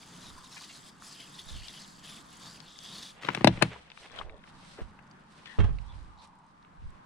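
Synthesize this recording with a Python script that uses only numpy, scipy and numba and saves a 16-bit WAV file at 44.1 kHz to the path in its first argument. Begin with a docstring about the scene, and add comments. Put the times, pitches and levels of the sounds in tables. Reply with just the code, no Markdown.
"""Outdoors at a potting tray, thin jets from a bottle's sprinkler cap patter on the soil in a plastic pot:
drops splat, trap ringing bubbles and throw fine spray. The bottle is put down to the left with a few
hollow knocks. Clothes and a wicker seat rustle and creak as they catch and slip, and an arm bumps the
tray and lifts the pot. Distant traffic hums and light wind rumbles on the phone's two microphones."""
import sys
import numpy as np
from scipy import signal
from scipy.fft import rfft, irfft
from scipy.io import wavfile
from scipy.ndimage import uniform_filter1d
from numba import njit

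SR = 44100
rng = np.random.default_rng(int(sys.argv[2]) if len(sys.argv) > 2 else 0)


def inscribe(sig):
    """Save sig as 16-bit PCM at rate SR to the path in sys.argv[1].

    A 1-D sig is mono; a 2-D sig holds one channel per row.
    Samples are clipped to [-1, 1] before scaling.
    """
    pcm = np.round(np.clip(np.atleast_2d(sig).T, -1, 1) * 32767)
    wavfile.write(sys.argv[1], SR, pcm.astype(np.int16))


N = 310905
T = np.arange(N) / SR
BLOW_T = T[:SR]  # time axis of one blow
POUR_END_S, POUR_RELEASE_S = 3.07, .18  # the bottle tips up and the jets thin out
TOP_HZ = 15800

# Tone of drops splatting, and of fine spray: f/Hz, level/dB
SPLAT_TONE = [(60, -45), (200, -39), (400, -22), (700, 9), (1100, -19), (1700, 9), (2300, 4), (3200, 6.5),
              (4800, 7.5), (6500, 0.5), (8000, -14), (11000, -24), (16000, -27)]
SPRAY_TONE = [(2000, -7), (3500, -7), (5000, 13), (6500, 8), (8000, 14.5), (8700, 3), (9700, 12),
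              (11200, -5), (12600, 3), (15500, -13)]
# Water gurgling down into larger air pockets: t/s, level/dB
GURGLES = [(.28, -61.5), (0.402, -58), (0.582, -56), (1.08, -62), (1.51, -65), (2.46, -58.5)]

def water():
    """The jets break into drops that splat, trap bubbles, throw fine spray and drum on the filled pot."""
    flow, ring, splash, hollow_hz = jets()
    hollow_hz = hollow_hz * (1 + .03 * wander(22))
    mist = amp(-69 + wander(30.8)) * flow
    splats = [unit(colour(clicks(rate=6500, spread_db=3), SPLAT_TONE)) for _ in range(2)]
    spray = [unit(colour(clicks(rate=10000, spread_db=2.4), SPRAY_TONE)) for _ in range(2)]
    hollow = bubbles(hollow_hz, spread=.05, cycles=14, spread_db=2.4, count=3600)
    fizz = bubbles(1.45 * hollow_hz, spread=.09, cycles=9, spread_db=2.8, count=3000)  # smaller bubbles
    patter = unit(band_twice(clicks(rate=670, spread_db=5.5), 300, 250))
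    pockets = bubbles(hollow_hz, spread=.28, cycles=24, spread_db=2.4, count=400)
    gurgle = bubbles(np.full(N, 1112), spread=.14, cycles=8, spread_db=1.5, count=900)
    gurgle *= swells([(s, .039, db) for s, db in GURGLES], rest_db=-102)
    bubbling = np.hypot(ring, amp(-65) * flow) * (hollow + amp(-7) * fizz)
    splashing = splash * (amp(-3) * splats[0] + soil_gaps() + amp(-8) * pockets)
    liquid = highpass(bubbling + splashing + gurgle, 350)
    mid = liquid + amp(-70) * flow * patter + mist * spray[0]
    side = amp(-14.5) * splash * splats[1] + amp(5) * mist * spray[1]  # thrown back by the tray's walls
    return flutter() * panned(mid + side, mid - side, pan_db=.8)

# The squeeze on the bottle lets up: t/s, length/s, change in flow/dB
WEAK_SQUEEZES = [(0.297, 0.18, -3), (0.896, 0.077, -12.5), (1.818, 0.29, -3), (2.215, 0.067, -7),
                 (2.57, 0.21, -4.5)]
# The jets strike standing water: t/s, length/s, ring level/dB, ring f/Hz, splash level/dB
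PUDDLES = [(0.193, 0.098, -54, 3920, -62.5), (0.42, 0.032, -59, 4030, -66),
           (0.503, .14, -56.5, 4040, -55.5), (0.671, 0.1, -57, 4170, -57), (0.787, 0.1, -64, 3470, -83),
           (1.02, 0.11, -55.5, 5170, -55.5), (1.124, 0.12, -56.5, 3080, -58),
           (1.326, 0.073, -56, 3830, -65), (1.462, 0.063, -53, 3660, -57), (1.529, 0.31, -55.5, 3080, -58),
           (1.678, 0.028, -50, 4200, -62), (1.787, 0.035, -60, 6400, -57), (1.855, 0.056, -60, 4700, -62),
           (2.02, 0.15, -54, 3420, -52), (2.4, 0.11, -62, 3880, -58), (2.644, 0.19, -57, 3470, -74),
           (2.827, 0.27, -52.5, 3610, -56)]

def jets():
    """The squeeze sets the flow; puddles splash and ring at the pitch of the hollow the jets dig."""
    soil_hz, soil_db = 3500, -58.5  # bubble pitch and splash on drained soil
    flow = amp(sum(db * hold(s, length_s, .014, .049) for s, length_s, db in WEAK_SQUEEZES))
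    flow *= np.clip(1 - (T - POUR_END_S) / POUR_RELEASE_S, 0, 1) ** 2
    wet = np.array([hold(s, length_s, .027, .03) for s, length_s, *_ in PUDDLES])
    _, _, ring_db, ring_hz, splash_db = np.transpose(PUDDLES)
    drained = np.clip(1 - 2 * wet.sum(0), 0, 1)
    hollow_hz = (ring_hz @ wet + soil_hz * drained) / (wet.sum(0) + drained)
    ring, splash = (np.sqrt(amp(db) ** 2 @ wet ** 2) for db in (ring_db, splash_db))
    return flow, ring, np.hypot(splash, amp(soil_db) * flow), hollow_hz

def bubbles(centre_hz, spread, cycles, spread_db, count):
    """Small air pockets ring for a few cycles during the pour, scattered about a pitch."""
    starts = (rng.random(count) * (POUR_END_S + POUR_RELEASE_S) * SR).astype(int)
    hz = np.minimum(centre_hz[starts] * np.exp(spread * rng.standard_normal(count)), TOP_HZ)
    size = amp(spread_db * np.minimum(rng.exponential(size=count), 4))
    turns = hz[:, None] * BLOW_T[:256]
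    ring = np.sin(2 * np.pi * turns) * np.exp(-2 * turns / cycles) * (1 - np.exp(-2 * turns))
    samples = starts[:, None] + np.arange(turns.shape[1])
    out = np.bincount(samples.ravel(), (size[:, None] * ring).ravel(), N)  # add up all the bubbles
    return out / np.std(out[:starts.max()])

# Gaps between wet crumbs of soil: f/Hz, width/Hz, level against the splash/dB
SOIL_GAPS = [(3290, 300, -10), (4640, 280, -5.5), (6570, 620, -12), (7900, 500, -16), (9680, 740, -11.5)]

def soil_gaps():
    """Drops ring the gaps in the soil; pitch and level wander as the gaps fill and drain."""
    out = np.zeros(N)
    for hz, width_hz, db in SOIL_GAPS:
        centre_hz = hz + 240 * wander(14)
        ring = unit(glide(clicks(rate=4500, spread_db=2.5), centre_hz, float(width_hz)))
        out += amp(db) * unit(ring * amp(3.8 * wander(18)))
    return out

# A blob of water lands all at once: t/s, boost/dB
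SPURTS = [(0.386, 6.5), (.445, 4), (.615, 3), (1.205, 5.5), (1.395, 5.5), (1.5, 1.5), (2.46, 2.5),
          (3.03, 6)]

def flutter():
    """The jets land unevenly, with now and then a stronger spurt."""
    spurts_db = sum(db * np.exp(-((T - s) / .0073) ** 2) for s, db in SPURTS)
    return amp(spurts_db) * unit(amp(1.3 * wander(75)))

def spatter():
    """Stray droplets land on the pot's rim as bright ticks, each with its own pitch."""
    flow, _, splash, _ = jets()
    hz = np.full(N, 7820)
    left, right, both = (bubbles(hz, spread=.14, cycles=6, spread_db=1.6, count=900) for _ in range(3))
    thrown = np.sqrt(flow * splash / splash.max())
    return amp(-60) * thrown * (both + amp(-5) * np.array([left, right]))

# Fat single drops: t/s, level/dB, f/Hz, length/s, left minus right/dB
FAT_DROPS = [(0.566, -40.5, 2200, 0.0065, 6), (0.693, -46.5, 2770, 0.0094, 2.5),
             (1.0215, -38, 1570, 0.00091, 1), (1.6823, -38.5, 4420, 0.0014, 17.5),
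             (2.6018, -46, 4240, 0.0013, 24), (2.789, -38, 4700, 0.00025, 25)]

def fat_drops():
    """Big drops land one at a time, each with its own tick."""
    return ticks(FAT_DROPS, width=.6, echo_db=-10, fade_s=.02)

# Tone of settling crumbs: f/Hz, level/dB
CRUMB_TONE = [(1200, -20.5), (3000, 8.5), (6000, -0.5), (9300, 5), (12000, -26), (16000, -32)]

def crumbs():
    """Wet soil settles with faint, lone ticks once the pouring stops."""
    settling = hold(POUR_END_S, 2.3, attack_s=.5, release_s=1.2)
    grains = unit(colour(clicks(rate=28, spread_db=2.5), CRUMB_TONE))
    return amp(-85) * place(settling * grains, pan_db=6, echo_db=3, fade_s=.02)

# Ticks of soil and pot: t/s, level/dB, f/Hz
POT_TICKS = [(5.033, -62, 3890), (5.0753, -61, 5500), (5.112, -50, 4900), (5.881, -58, 5480),
             (5.922, -54, 3570), (6.028, -64, 8040), (6.177, -63, 6500), (6.2373, -54.5, 4200),
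             (6.245, -54, 7900), (6.273, -56, 9030), (6.353, -63.5, 9000), (6.387, -63, 8500),
             (6.465, -63, 7500), (6.626, -58, 3240), (6.9038, -61, 8330)]

def pot_ticks():
    """Wet soil and the pot's thin wall tick as they settle and are gripped."""
    length_s, pan_db = .0009, -2
    rows = [(s, db, hz, length_s, pan_db) for s, db, hz in POT_TICKS]
    return lowpass(ticks(rows, width=.6, echo_db=-7, fade_s=.03), 10000, order=6)

# The bottle going down: t/s, crack level/dB, treble cutoff f/Hz, crack length/s, boom level/dB
BOTTLE_KNOCKS = [(3.234, -33, 2500, 0.00089, -58.5), (3.247, -31, 4200, 0.0023, -44.5),
                 (3.2866, -18.5, 2520, 0.0017, -39.5), (3.302, -29.5, 2200, 0.00093, -42.5),
                 (3.348, -21.5, 7400, 0.0014, -42.5), (3.3744, -25, 2375, 0.00057, -39),
                 (3.409, -28, 1698, 0.0013, -35), (3.4446, -6.5, 4580, 0.0006, -18.5),
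                 (3.4688, -19.5, 1500, 0.0011, -31.5), (3.4722, -6, 4300, 0.0014, -17),
                 (3.574, -32.5, 2480, 0.00052, -41.5), (3.612, -26.5, 1000, 0.0052, -43.5),
                 (3.6208, -18, 1740, 0.0028, -50), (3.6233, -7.5, 9500, 0.0011, -24)]
# Tone of the plastic's crack: f/Hz, level/dB
CRACK_TONE = [(100, -18.5), (400, -1.5), (850, -2), (1350, -6), (1950, -2.5), (2700, -0.5), (3900, -2.5),
              (5500, -10.5), (7500, -20), (9200, -8.5), (11500, -27.5), (16000, -30)]
# Ring of the bottle's wall: f/Hz, level/dB, fade time/s
WALL_RING = [(2130, -12, 0.081), (2500, -6, 0.078), (2900, 2.5, 0.039), (2950, 0, .05)]
# Hollow ring of bottle and table, with the water's dead thump last: f/Hz, level/dB, fade time/s
HOLLOW_RING = [(66, -12, 0.58), (116, 2, 0.25), (157, 5.5, 0.18), (187.3, 5.5, 0.17), (245, 0.5, 0.086),
               (263.4, -4.5, 0.21), (329.8, 5, 0.1), (384, -3, 0.022), (437, -8.5, 0.05), (472, -7, 0.1),
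               (590, -7.5, 0.06), (795, -11, 0.065), (400, 6, 0.011)]

def bottle():
    """Thin plastic cracks and rings at each contact, and the water's weight sets off a hollow boom."""
    cracks, pushes = np.zeros((2, N)), np.zeros(N)
    for s, crack_db, cutoff_hz, length_s, boom_db in BOTTLE_KNOCKS:
        crack = sized(lowpass(colour(burst(length_s), CRACK_TONE), cutoff_hz), crack_db, length_s)
        knock = crack + sized(modes(WALL_RING), crack_db - 23.5, length_s)
        dull = lowpass(knock, 1800, order=1)
        add(cracks, s, place(dull, pan_db=15, echo_db=-6, fade_s=.057))
        add(cracks, s, place(knock - dull, pan_db=9, echo_db=-9, fade_s=.033))
        push = np.hanning(int(.61 * length_s * SR) + 3)  # a longer contact booms lower
        add(pushes, s + length_s / 2, amp(boom_db) * push / push.sum())
    boom = highpass(signal.fftconvolve(pushes, modes(HOLLOW_RING))[:N], 85)
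    patio = np.array([echoes(channel, fade_s=.25) for channel in cracks])
    return cracks + amp(-24) * patio + amp(-5) * panned(boom, boom, pan_db=.5)

# Ring of the bottle's cap: f/Hz, level/dB, fade time/s
CAP_RING = [(945, 1, 0.024), (1290, -2, .02), (1490, 0.5, 0.02), (1734, -7, .025)]

def edge_clack():
    """The bottle's cap clacks dryly against the table's edge."""
    out = np.zeros((2, N))
    ring = modes(CAP_RING) * (1 - np.exp(-BLOW_T / .0011))
    add(out, 3.2865, amp(-19) * place(ring, pan_db=15.5, echo_db=-6.5, fade_s=.036))
    return out

# Thump of the bottle's base: f/Hz, level/dB, fade time/s
BASE_RING = [(345, -2.5, .016), (530, -7.5, 0.0079)]

def base_thump():
    """The base lands flat: the water's weight meets the table and the ring dies at once."""
    out = np.zeros(N)
    add(out, 3.4458, highpass(modes(BASE_RING), 140))
    return panned(out, out, pan_db=4)

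# Bumps on the tray: t/s, thud level/dB, rattle level/dB, share of the sway's fade time
TRAY_BUMPS = [(4.816, -19.5, -25, 0.2), (5.586, -8.5, -10, 0.85), (5.599, -8.5, -7.5, 1),
              (5.6394, -23.5, -11, 0.89), (5.686, -25.5, -26.5, 0.9)]
# Sway of tray and phone: f/Hz, fade time/s, left level/dB, right level/dB, right lag/radians
TRAY_SWAY = [(45.9, 0.64, -30, -5, 1.6), (65, 0.12, -19, -3, 0.42), (100.1, 0.36, -9, -6, 3.23),
             (126, 0.14, -21, -7.5, 0.17), (246, 0.026, -8, -14, 0.13), (413, 0.089, -22.5, -17.5, 0.3)]
# Tone of the rattle: f/Hz, level/dB
RATTLE_TONE = [(100, 15), (400, -11.5), (800, -8.5), (2800, -18.5), (5000, -34), (9500, -47), (12000, -64),
               (16000, -70)]

def tray():
    """A bump rocks the tray and the phone, and loose things rattle on it."""
    out, rattle_s = np.zeros((2, N)), .004
    onset = 1 - np.exp(-BLOW_T / .00084)
    for s, thud_db, rattle_db, share in TRAY_BUMPS:
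        for hz, fade_s, left_db, right_db, lag in TRAY_SWAY:
            sway = amp([[left_db], [right_db]]) * np.sin(2 * np.pi * hz * BLOW_T - [[0], [lag]])
            add(out, s, amp(thud_db) * sway * onset * fade(share * fade_s))
        rattle = colour(sized(burst(rattle_s), rattle_db, rattle_s), RATTLE_TONE)
        dull = lowpass(rattle, 900, order=1)  # the low part rings on longer
        add(out, s, place(dull, pan_db=-4, echo_db=-1, fade_s=.52))
        add(out, s, place(rattle - dull, pan_db=-6, echo_db=-1, fade_s=.15))
    return out

# Creaks of seat and pot: t/s, level/dB, f/Hz, length/s, left minus right/dB
CREAKS = [(3.757, -42.5, 780, 0.0023, 13), (3.9012, -39, 3250, 0.00076, 3), (3.917, -37, 2700, 0.00081, 9),
          (3.9735, -39.5, 2080, 0.0013, 11), (4.098, -46, 2300, 0.0012, 8), (4.115, -50, 4500, 0.002, 7),
          (4.1405, -44, 2220, 0.0008, 10), (4.1505, -42, 1500, 0.00065, 6), (4.162, -39, 3000, 0.0006, 9),
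          (4.176, -39, 2000, 0.0007, 7), (4.186, -36, 1120, 0.0022, 10), (4.199, -35, 720, 0.0015, -4),
          (4.2115, -27.5, 1400, 0.0011, 10), (4.2958, -38, 2290, 0.00058, 5), (4.338, -45, 602, .003, 1),
          (4.4375, -42, 1690, 0.0011, 8), (4.474, -45, 1720, .0013, 2), (4.785, -38, 447, 0.0076, 0),
          (4.989, -47, 1560, 0.0017, 17.5), (5.457, -36.5, 3020, 0.0013, 6.5),
          (5.469, -43, 2990, 0.0016, 7), (5.786, -41, 2600, 0.00058, -8), (6.6482, -44, 1910, 0.00053, 2.5)]

def creaks():
    """The seat and the pot creak in short, separate snaps."""
    return ticks(CREAKS, width=.8, echo_db=-8, fade_s=.04)

def wicker():
    """Strands of the seat slip, each at its own pitch, harder as the weight on it shifts."""
    grains = sum(unit(band_twice(clicks(rate=55, spread_db=1.5), hz, hz / 5))
                 for hz in (650, 1100, 1700, 2500, 3500))
    strain = hold(4.06, .14, attack_s=.13, release_s=.04)
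    strain += amp(-14) * hold(3.95, .45, attack_s=.05, release_s=.1)
    return amp(-62.5) * place(grains * strain, pan_db=9.5, echo_db=-2, fade_s=.03)

# Things sliding over each other, and the pitched ring of one wet tick (5.878 s): t/s, length/s, level/dB, f/Hz,
# width/Hz, left minus right/dB
SLIDES = [(3.202, 0.1, -46.5, 1300, 3020, 1.5), (3.271, 0.19, -49.5, 1320, 3000, 1.5),
          (3.5, 0.26, -75, 1940, 3600, -27), (4.073, 0.23, -56, 516, 820, 3),
          (4.182, 0.019, -46, 3260, 900, 17), (4.237, 0.18, -56.5, 497, 505, 3),
          (4.769, 0.053, -51, 1180, 1690, 4.5), (5.878, 0.055, -64, 3500, 500, -4),
          (6.159, 0.096, -65.5, 4000, 1106, -1)]

def slides():
    """Surfaces stick and slip, ringing one band of pitches: broad for a scrape, narrow for a squeak."""
    out, slips = np.zeros((2, N)), clicks(rate=1600, spread_db=4)
    for s, length_s, db, hz, width_hz, pan_db in SLIDES:
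        span = slips[int(s * SR):int((s + length_s) * SR)]
        rub = unit(band_twice(span, hz, width_hz)) * signal.windows.tukey(len(span), .6)
        add(out, s, amp(db) * place(rub, pan_db, echo_db=-14, fade_s=.052))
    return out

def sleeve_squeak():
    """The sleeve slips with a squeak and a dry rasp as the arm reaches; the pitch falls as it slows."""
    start_s, length_s, width_hz = 5.455, .125, 320.
    t = BLOW_T[:int(length_s * SR)]
    hz = 1960 - 2000 * t
    slips = clicks(rate=2500, spread_db=2)[:len(t)]
    tone = unit(glide(glide(slips, hz, width_hz), hz, width_hz))
    rasp = amp(-5) * unit(band_twice(slips, 2900, 1300))
    squeak = (tone + rasp) * signal.windows.tukey(len(t), .3) * amp(-70 * t)
    out = np.zeros((2, N))
    add(out, start_s, amp(-53.5) * place(squeak, pan_db=14, echo_db=-4.5, fade_s=.065))
    return out

# Arm and body movements: peak t/s, swell time/s, scrape level/dB, cloth level/dB
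BODY_MOVES = [(3.31, 0.049, -49, -71), (3.55, 0.17, -52, -61), (3.74, 0.052, -54.5, -68),
              (4.028, 0.046, -60.5, -58.5), (4.179, 0.035, -53.5, -60), (4.48, 0.02, -64, -65),
              (4.69, 0.087, -65, -59.5), (5.48, 0.12, -64.5, -64.5), (5.93, 0.15, -71, -69),
              (6.24, 0.019, -68.5, -62), (6.919, 0.086, -74.5, -76.5)]
# Tone of scraping, and of sliding cloth: f/Hz, level/dB
SCRAPE_TONE = [(150, -4), (500, 11.5), (1300, 6), (2100, 7.5), (3300, 4), (5000, -14), (8000, -17.5),
               (16000, -73)]
CLOTH_TONE = [(2000, 0), (4000, 5), (5500, 0), (7000, -7), (9000, -1.5), (10500, -15), (12000, -25.5),
              (16000, -49.5)]

def rustle():
    """Rough surfaces catch and let go in grains; cloth slides with a finer hiss."""
    scrape_gain = swells([(s, swell_s, db) for s, swell_s, db, _ in BODY_MOVES], rest_db=-85)
    cloth_gain = swells([(s, swell_s, db) for s, swell_s, _, db in BODY_MOVES], rest_db=-80.5)
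    layers = []
    for _ in range(2):
        scrape = unit(colour(clicks(rate=2900, spread_db=2), SCRAPE_TONE)) * amp(3.8 * wander(42))
        cloth = unit(colour(clicks(rate=13000, spread_db=4.5), CLOTH_TONE)) * amp(2 * wander(70))
        layers.append(scrape_gain * scrape + cloth_gain * cloth)
    mid, side = layers
    return panned(mid + side, mid - amp(-4) * side, pan_db=-1.5)

# Loudness of the far traffic: t/s, level/dB
TRAFFIC_LEVEL = [(0, -57.5), (0.9, -58), (2.1, -56), (3.1, -57), (3.95, -67.5), (4.5, -57), (6.1, -61),
                 (6.6, -63), (7.05, -58)]
# Tone of its hum, and the extra shaping of what differs between left and right: f/Hz, level/dB
HUM_TONE = [(30, -19.5), (90, -9.5), (170, 5), (290, -4.5), (420, -13), (650, -14), (1080, -10.5),
            (1500, -10.5), (2200, -20), (5000, -35), (9000, -40), (12000, -51.5), (16000, -71.5)]
SIDE_TONE = [(60, -13), (200, -13.5), (400, -4), (700, 0.5), (1300, -1.5), (8000, 1.5)]
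# Tyres on a far road: f/Hz, width/Hz, level/dB
TYRE_BANDS = [(910, 260, -12), (1050, 110, -16), (1180, 110, -17)]
# A far car goes by: nearest t/s, swell time/s, tyre boost/dB
PASSING_CARS = [(6.15, 0.42, 6.5)]

def traffic():
    """Far traffic hums; its tyre noise wavers in narrow bands and swells as a car passes."""
    passing = swells(PASSING_CARS, rest_db=-1)
    layers = []
    for _ in range(2):
        hum = unit(colour(rng.standard_normal(N), HUM_TONE)) * amp(1.8 * wander(10))
        tyres = sum(unit(band_twice(rng.standard_normal(N), hz, width_hz)) * amp(db + 4 * wander(13))
                    for hz, width_hz, db in TYRE_BANDS)
        layers.append(hum + passing * tyres)
    mid, side = layers[0], colour(layers[1], SIDE_TONE)
    level_db = np.interp(T, *np.transpose(TRAFFIC_LEVEL))
    return amp(level_db) * np.array([mid + side, mid - side])

# Gusts on the microphones: peak t/s, swell time/s, level/dB
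GUSTS = [(.33, 0.048, -55.5), (1.56, 0.036, -38), (2.1, 0.19, -69), (3.56, 0.06, -45), (4.26, 0.051, -46.5),
         (4.7, 0.19, -63), (5.97, 0.084, -44), (6.86, 0.033, -41)]
# Tone of the wind: f/Hz, level/dB
WIND_TONE = [(15, 2.5), (40, 3), (90, -1.5), (160, -15), (300, -43.5), (1000, -54), (8000, -84)]

def wind():
    """A breeze and its gusts rumble separately at each microphone."""
    left, right = (unit(colour(rng.standard_normal(N), WIND_TONE)) for _ in range(2))
    return swells(GUSTS, rest_db=-69.5) * panned(left, right, pan_db=-5.5)

def ticks(rows, width, echo_db, fade_s):
    """Brief contacts: a dry snap and a short ring at one pitch."""
    out = np.zeros((2, N))
    for s, db, hz, length_s, pan_db in rows:
        snap = lowpass(band(burst(length_s), hz, width * hz), 1.35 * hz, order=3)
        ring = sized(modes([(hz, 0, 10 * length_s)]), db - 11, length_s)
        add(out, s, place(sized(snap, db, length_s) + ring, pan_db, echo_db, fade_s))
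    return out

def modes(rows):
    """The tones an object rings with after one tap; neighbouring pairs swing opposite ways."""
    return sum((-1) ** (k // 2) * amp(db) * np.sin(2 * np.pi * hz * BLOW_T) * fade(fade_s)
               for k, (hz, db, fade_s) in enumerate(rows))

def clicks(rate, spread_db):
    """Tiny random impacts, about `rate` a second, a few much larger than the rest."""
    size = amp(spread_db * np.minimum(rng.exponential(size=N), 4))
    return unit((rng.random(N) < rate / SR) * size * rng.choice([-1, 1], N))

def burst(length_s):
    """Many small slips that build up for length_s, then die away."""
    return rng.standard_normal(len(BLOW_T)) * BLOW_T * np.exp(-BLOW_T / length_s)

def wander(rate):
    """A smooth random drift of size about 1, with `rate` new values a second."""
    step = int(SR / rate)
    stairs = np.repeat(rng.standard_normal(N // step + 1), step)
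    return unit(uniform_filter1d(uniform_filter1d(stairs, step), step)[:N])

def fade(fade_s):
    """A gain that falls by 60 dB in the fade time."""
    return np.exp(-np.log(1000) * BLOW_T / fade_s)

def hold(s, length_s, attack_s, release_s):
    """A gain that rises from 0 to 1, stays there and falls back."""
    return np.clip(np.minimum((T - s) / attack_s, 1 - (T - s - length_s) / release_s), 0, 1)

def swells(rows, rest_db):
    """A gain that rises and falls smoothly about each moment, over a resting level."""
    power = sum((amp(db) / np.cosh(np.clip((T - s) / swell_s, -20, 20))) ** 2 for s, swell_s, db in rows)
    return np.sqrt(amp(rest_db) ** 2 + power)

def colour(x, points):
    """Shape a sound's tone along a curve of f/Hz, level/dB points."""
    size = 4096
    hz, db = np.transpose(points)
    curve_db = np.interp(np.log(np.fft.rfftfreq(size, 1 / SR) + 1), np.log(hz), db)
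    cepstrum = irfft(np.log(amp(curve_db)))[:size // 2]
    cepstrum[1:] *= 2  # one half, doubled: nothing rings before the sound arrives
    return signal.fftconvolve(x, irfft(np.exp(rfft(cepstrum, size))))[:len(x)]

def lowpass(x, hz, order=2):
    """Soften the treble above a pitch."""
    return signal.sosfilt(signal.butter(order, min(hz, SR / 3), fs=SR, output="sos"), x)

def highpass(x, hz):
    """Thin out the bass below a pitch."""
    return signal.sosfilt(signal.butter(2, hz, "high", fs=SR, output="sos"), x)

def band(x, hz, width_hz):
    """One resonance: keep what lies near a pitch."""
    return signal.lfilter(*signal.iirpeak(hz, hz / min(width_hz, SR / 4), fs=SR), x)

def band_twice(x, hz, width_hz):
    """A resonance with steeper sides."""
    return band(band(x, hz, width_hz), hz, width_hz)

@njit
def glide(x, hz, width_hz):
    """A resonance whose pitch moves."""
    out, band_state, low_state = np.empty(len(x)), 0., 0.
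    for i in range(len(x)):
        tuning, damping = np.tan(np.pi * hz[i] / SR), width_hz / hz[i]
        swing = (band_state + tuning * (x[i] + 1e-18 - low_state)) / (1 + tuning * (tuning + damping))
        band_state = 2 * swing - band_state
        low_state += 2 * tuning * swing
        out[i] = damping * swing
    return out

def echoes(x, fade_s):
    """A short cloud of reflections, about as strong as the sound itself."""
    cloud = rng.standard_normal(len(BLOW_T)) * fade(fade_s)
    return signal.fftconvolve(x, cloud / np.linalg.norm(cloud))[:len(x)]

def place(x, pan_db, echo_db, fade_s):
    """Put a sound to one side, with reflections that differ at each microphone."""
    lag = int(.00013 * SR * np.clip(pan_db / 6, 0, 1))  # sound from the left reaches the right later
    left, right = (direct + amp(echo_db) * echoes(direct, fade_s) for direct in (x, np.roll(x, lag)))
    return panned(left, right, pan_db)

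def panned(left, right, pan_db):
    """Two channels, with the left raised by pan_db against the right."""
    return np.array([left * amp(pan_db / 2), right * amp(-pan_db / 2)])

def sized(x, db, length_s):
    """Give a blow the energy of a tone held at this level for its length."""
    return x * amp(db) * np.sqrt(length_s * SR / 2) / np.linalg.norm(x)

def add(out, s, x):
    """Mix a sound in at s seconds."""
    start = int(s * SR)
    out[..., start:start + x.shape[-1]] += x[..., :N - start]

def amp(db):
    """Decibels to gain."""
    return 10 ** (np.asarray(db) / 20)

def unit(x):
    """Scale to an average power of 1."""
    return x / np.sqrt(np.mean(x ** 2))

def scene():
    """Everything as it reaches the two microphones."""
    small_ticks = fat_drops() + creaks() + pot_ticks()
    watering = water() + spatter() + crumbs()
    bottle_down = edge_clack() + bottle() + base_thump()
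    moving = wicker() + slides() + sleeve_squeak() + tray() + rustle()
    return watering + bottle_down + small_ticks + moving + traffic() + wind()

def record(dry):
    """The microphone openings dull one narrow treble band; peaks past 1 clip; the top treble is cut."""
    heard = dry - .5 * band(dry, hz=8870, width_hz=440)
    top_cut = signal.ellip(8, .2, 70, TOP_HZ, fs=SR, output="sos")
    return signal.sosfilt(top_cut, np.clip(heard, -1, 1))

dry = scene()
out = record(dry)
inscribe(out)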